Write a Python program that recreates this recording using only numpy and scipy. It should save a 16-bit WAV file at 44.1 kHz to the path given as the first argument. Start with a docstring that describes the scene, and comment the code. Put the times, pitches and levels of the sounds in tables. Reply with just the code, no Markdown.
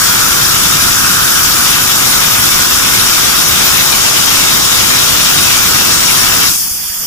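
"""A loud rush and spray of air comes first: a compressed-air jet tearing on the rim of a steel bearing,
spinning it up with its hub on an open hand, close to the microphone. The jet hoots across the hollow hub,
is chopped a little at every turn, whistles on the rim's edge and buffets the overloaded microphone.
Near the end it slips off; the hub coasts under the nozzle's thin hiss and the hand shifts softly."""
import sys
import numpy as np
from scipy import signal
from scipy.io import wavfile
from scipy.ndimage import uniform_filter1d

SR = 44100
rng = np.random.default_rng(int(sys.argv[2]) if len(sys.argv) > 2 else 0)


def transcribe(signal):
    """Save signal, clipped to [-1, 1], as a 16-bit WAV file at the path in sys.argv[1]."""
    frames = np.atleast_2d(signal).T
    limited = np.clip(frames, -1, 1)
    pcm = np.round(limited * 32767).astype(np.int16)
    wavfile.write(sys.argv[1], SR, pcm)


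N = 311346
FRAME, HOP = 1024, 256
HZ = np.fft.rfftfreq(FRAME, 1 / SR)
TIMES = np.arange(N // HOP + 5) * HOP / SR
SLIP_S = 6.43  # the jet starts to slide off the hub


def gain_of(db):
    """Decibels to amplitude."""
    return 10 ** (np.asarray(db) / 20)


def over_hz(table):
    """Each column of a spectrum table, read on a log-frequency axis."""
    hz, *columns = np.transpose(table)
    return np.array([np.interp(np.log(HZ + 1), np.log(hz + 1), column) for column in columns])


def eddies(frames, bins):
    """Smooth random patches of unit spread over time and frequency."""
    field = rng.standard_normal((len(TIMES), len(HZ)))
    field = uniform_filter1d(field, frames, axis=0)
    field = uniform_filter1d(field, bins, axis=1)
    return field / field.std()


def resonance_db(centre_hz, width_hz):
    """A steep-sided resonance, in dB over frequency."""
    return -20 * np.log10(1 + (2 * (HZ - centre_hz) / width_hz) ** 2)


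def slip_db(lag_s, fall_db_per_s):
    """A sound holds until lag_s after the jet starts to slide off, then falls steadily."""
    return -fall_db_per_s * np.maximum(TIMES[:, None] - SLIP_S - lag_s, 0)


def spin_up(t, start_s=0.85, takes_s=5.9):
    """The hub gathers speed along an S-curve, from 0 (slow) to 1 (fast)."""
    return np.sin(np.pi / 2 * np.clip((t - start_s) / takes_s, 0, 1)) ** 2


# How alike the air sounds at the left and right microphones, in the deepest bass and above it.
# Each row: frequency in Hz, coherence from 0 to 1, phase lead of the left in radians.
BASS_LIKENESS = [(55, .98, 0)]
SIDE_LIKENESS = [(170, 0.56, 0), (247, 0.1, 1), (278, 0.42, 1), (401, 0.58, 3.5), (567, 0.76, 3),
                 (750, 0.41, 3), (945, 0.3, 1.5), (1100, 0.63, 0.46), (1646, 0.74, 1.5), (2150, 0.43, 3),
                 (2900, 0.17, 2.5), (3420, 0.43, 6.5), (4210, 0.94, 10.5), (4860, 0, 11.5),
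                 (7250, 0.31, 13.5), (9200, 0.12, 17.5)]

def air_noise(density_db):
    """Air noise at the two microphones, its dB per Hz following a field over time and frequency."""
    a, b, c, d = rng.standard_normal((4, len(TIMES), len(HZ)))
    coherence, lead = over_hz(np.vstack([BASS_LIKENESS, SIDE_LIKENESS]))
    left, unrelated = a + 1j * b, c + 1j * d
    right = coherence * left * np.exp(-1j * lead) + np.sqrt(1 - coherence ** 2) * unrelated
    bin_width_hz = 1.5 * SR / FRAME
    spectra = np.sqrt(bin_width_hz) * gain_of(density_db) * np.array([left, right])
    return signal.istft(spectra.swapaxes(1, 2), nperseg=FRAME, noverlap=FRAME - HOP)[1][:, :N]


# Where the jet points. Each row: time in seconds, aim from 0 (across the hub's mouth) to 1 (on the rim).
JET_AIM = [(0.15, 0.14), (0.6, 0.5), (1.12, .02), (2.0, 0.75), (2.7, 0.45), (3.9, 1), (6.3, 0.77)]

def aim():
    """How squarely the jet meets the rim, one value a frame."""
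    return np.interp(TIMES, *np.transpose(JET_AIM))[:, None]


# The rush, close to the rim. Each row: frequency in Hz, left and right base levels in dB per Hz.
RUSH_SPECTRUM = [(121, -55, -57), (306, -50.5, -50), (605, -51.5, -50.5), (890, -49.5, -51),
                 (1900, -49.5, -49.5), (2300, -47.5, -51.5), (2900, -48, -50.5), (3320, -46.5, -52),
                 (3970, -45, -49), (5070, -62, -72)]

def rush_db(off_rim_db=-2.0, aim_db=2.5):
    """Large eddies shed by the rim grow as the jet comes square on it, and go first when it slips."""
    level_db = off_rim_db + aim_db * aim() + slip_db(lag_s=0.028, fall_db_per_s=140)
    return over_hz(RUSH_SPECTRUM)[:, None] + level_db


# The spray, close to the steel. Each row: frequency in Hz, left and right base levels in dB per Hz.
SPRAY_SPECTRUM = [(3100, -73, -73.5), (4660, -51.5, -47.5), (5010, -46, -48.5), (5670, -43, -49),
                  (6170, -45, -56), (7000, -47, -49.5), (8000, -50, -50.5), (8580, -55, -55.5),
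                  (9820, -53, -49), (11240, -50, -60.5), (12000, -63, -50), (13300, -52.5, -59),
                  (14000, -53, -57.5)]

def spray_db(slow_db=-0.74, speed_db=1.06, bright_db_per_octave=0.8, dulling_db_per_octave=2.4):
    """Fine eddies where the jet splits get louder and duller with speed; the finest outlast the slip."""
    speed = spin_up(TIMES)[:, None]
    octaves = np.log2(np.maximum(HZ / 6000, 1))  # above 6 kHz
    colour_db = (bright_db_per_octave - dulling_db_per_octave * speed) * octaves
    fade_db = slip_db(lag_s=0.05 + 0.15 * np.minimum(octaves, 1), fall_db_per_s=66)
    return over_hz(SPRAY_SPECTRUM)[:, None] + slow_db + speed_db * speed + colour_db + fade_db


# How much the treble flickers. Each row: frequency in Hz, spread in dB.
TREBLE_FLICKER = [(300, .5), (1500, 0.6), (2300, 2.5), (3900, 2), (4800, 1.5), (7400, 0.5), (8600, 3),
                  (10000, 2), (14000, 3.5)]

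def treble_flicker_db(fine_share=1.24):
    """A grainy shimmer in the treble, mostly the sound of audio compression."""
    broad, fine = eddies(frames=5, bins=56), eddies(frames=12, bins=4)
    return over_hz(TREBLE_FLICKER) * (broad + fine_share * fine) / np.hypot(1, fine_share)


def rim(shiver_db=0.4, wander_db=0.3):
    """The jet breaks on the rim; the nozzle wanders, so the colour keeps shifting."""
    shiver = shiver_db * eddies(frames=3, bins=500)  # the whole jet trembles at once
    wander = wander_db * eddies(frames=90, bins=10)
    jet_db = 20 * np.log10(np.hypot(gain_of(rush_db()), gain_of(spray_db())))
    return air_noise(jet_db + shiver + wander + treble_flicker_db())


def hub_hoot(base_db=-41.0, aim_db=-8, open_hz=1435, aim_sag_hz=105, width_hz=440, flutter_db=1.2):
    """Turbulence rings the hub's cavity: a breathy hoot that weakens and sinks as the jet nears the rim."""
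    side_pitch = np.array([0.94, 1.05])[:, None, None]  # deeper at the left microphone
    side_db = np.array([0, 0.9])[:, None, None]
    level_db = base_db + side_db + aim_db * aim() + slip_db(lag_s=0.057, fall_db_per_s=231)
    centre_hz = (open_hz - aim_sag_hz * aim()) * side_pitch
    flutter = flutter_db * eddies(frames=4, bins=10)
    return air_noise(level_db + resonance_db(centre_hz, width_hz) + flutter)


# The nozzle blowing into free air nearby. Each row: frequency in Hz, left and right levels in dB per Hz.
NOZZLE_SPECTRUM = [(60, -66, -64), (600, -70, -68), (1400, -68.5, -62.5), (2640, -67, -64),
                   (3360, -61.5, -61), (4000, -73, -73), (4860, -55, -54.5), (5830, -54.5, -55.5),
                   (7140, -59, -60.5), (8100, -66, -59), (9900, -57, -58), (12000, -63.5, -62.5),
                   (12800, -64, -51), (15000, -63, -57)]

def nozzle(flutter_db=2.0):
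    """The steady hiss of the free jet."""
    return air_noise(over_hz(NOZZLE_SPECTRUM)[:, None] + flutter_db * eddies(frames=7, bins=12))


# Wind right on the microphone. Each row: frequency in Hz, base level in dB per Hz.
DRAUGHT_SPECTRUM = [(15, -73), (45, -54), (90, -50.5), (150, -49.5), (250, -53), (400, -59), (900, -82)]
# Gusts that catch the microphone. Each row: middle in seconds, half length in seconds, rise in dB.
DRAUGHT_GUSTS = [(0.854, .22, 3), (5.35, .15, 1)]

def draught(level_db=1.6, flutter_db=0.94, coasting_db=-25, sway_db=3.0):
    """Air thrown off the hub rumbles on the microphone; a weak, uneven stir remains while it coasts."""
    gust_db = sum(db * np.exp(-((TIMES[:, None] - middle_s) / half_s) ** 2)
                  for middle_s, half_s, db in DRAUGHT_GUSTS)
    stir_db = coasting_db + sway_db * eddies(frames=10, bins=200)
    blown_db = level_db + gust_db + np.maximum(slip_db(lag_s=0.055, fall_db_per_s=130), stir_db)
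    flutter = flutter_db * eddies(frames=6, bins=12)
    return air_noise(over_hz(DRAUGHT_SPECTRUM)[:, None] + blown_db + flutter)


def spinning(slow_hz=73.4, fast_hz=97, coast_hz_per_s=4.4, chop_depth=0.06):
    """The lopsided hub hums once and twice a turn; returns that hum and the gain that chops the jet."""
    t = np.arange(N) / SR
    speed, coasted_s = spin_up(t), np.maximum(t - SLIP_S, 0)
    turns_hz = slow_hz + (fast_hz - slow_hz) * speed - coast_hz_per_s * coasted_s
    angle = 2 * np.pi * (np.cumsum(turns_hz) / SR + rng.random())
    once_db = -50 + 15 * speed - 45 * coasted_s  # the lower note takes over with speed, and dies sooner
    twice_db = -39 - 5 * speed - 11 * coasted_s
    hum = np.sqrt(2) * (gain_of(once_db) * np.sin(angle) + gain_of(twice_db) * np.sin(2 * angle))
    chop = 1 + chop_depth * (np.cos(angle) + 0.51 * np.cos(2 * angle))
    return hum, chop


# Thin, breathy whistles to the right of the microphone.
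# Each row: start in seconds, length in seconds, pitch in Hz, level on the right in dB per Hz.
EDGE_WHISTLES = [(0.7, 2.2, 12200, -52), (3.2, 1.1, 14400, -54), (4.8, 1.9, 14850, -49)]

def edge_whistles(width_hz=900, left_db=-7, flutter_db=3.0, ramp_s=0.3):
    """The sharp rim splits the jet; each whistle swells, holds and fades."""
    t, power = TIMES[:, None], 1e-14
    for start_s, length_s, hz, db in EDGE_WHISTLES:
        swell = np.clip(np.minimum(t - start_s, start_s + length_s - t) / ramp_s, 0, 1)
        power = power + swell * gain_of(db + resonance_db(hz, width_hz)) ** 2
    side_db = np.array([left_db, 0])[:, None, None]
    return air_noise(10 * np.log10(power) + side_db + flutter_db * eddies(frames=6, bins=20))


# Soft bumps of the hand, close and central.
# Each row: start in seconds, level before damping in dB, pitch in Hz.
HAND_BUMPS = [(6.712, -19, 70), (6.797, -31, 90), (6.898, -20, 60)]

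def hand_bumps(decay_s=0.0055):
    """Each shift of the hand gives one heavily damped low push."""
    out = np.zeros(N)
    for start_s, db, hz in HAND_BUMPS:
        t = np.maximum(np.arange(N) / SR - start_s, 0)
        out += gain_of(db) * np.sin(2 * np.pi * hz * t) * np.exp(-t / decay_s)
    return out


def scene():
    """The jet on the metal throbs with the rotation; nozzle, draught, hum and hand lie around it."""
    hum, chop = spinning()
    jet_on_metal = rim() + edge_whistles() + hub_hoot()
    return chop * jet_on_metal + nozzle() + draught() + hum + hand_bumps()


def overload(x, headroom, bias):
    """A microphone driven hard flattens sooner on one side of the wave; the offset is blocked."""
    bent = headroom * (np.tanh(x / headroom - bias) + np.tanh(bias)) / (1 - np.tanh(bias) ** 2)
    return bent - uniform_filter1d(bent, size=4001)


def record(dry, left_db=0.5, right_db=-0.5, cutoff_hz=15500):
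    """A close pair of microphones, the left overloading more than the right; then the band limit."""
    left = gain_of(left_db) * overload(dry[0], headroom=1.13, bias=0.15)
    right = gain_of(right_db) * overload(dry[1], headroom=2.2, bias=0.071)
    lowpass = signal.firwin(511, cutoff_hz, window=("kaiser", 8), fs=SR)
    return signal.oaconvolve(np.array([left, right]), lowpass[None], "same", axes=1)


dry = scene()
out = record(dry)
transcribe(out)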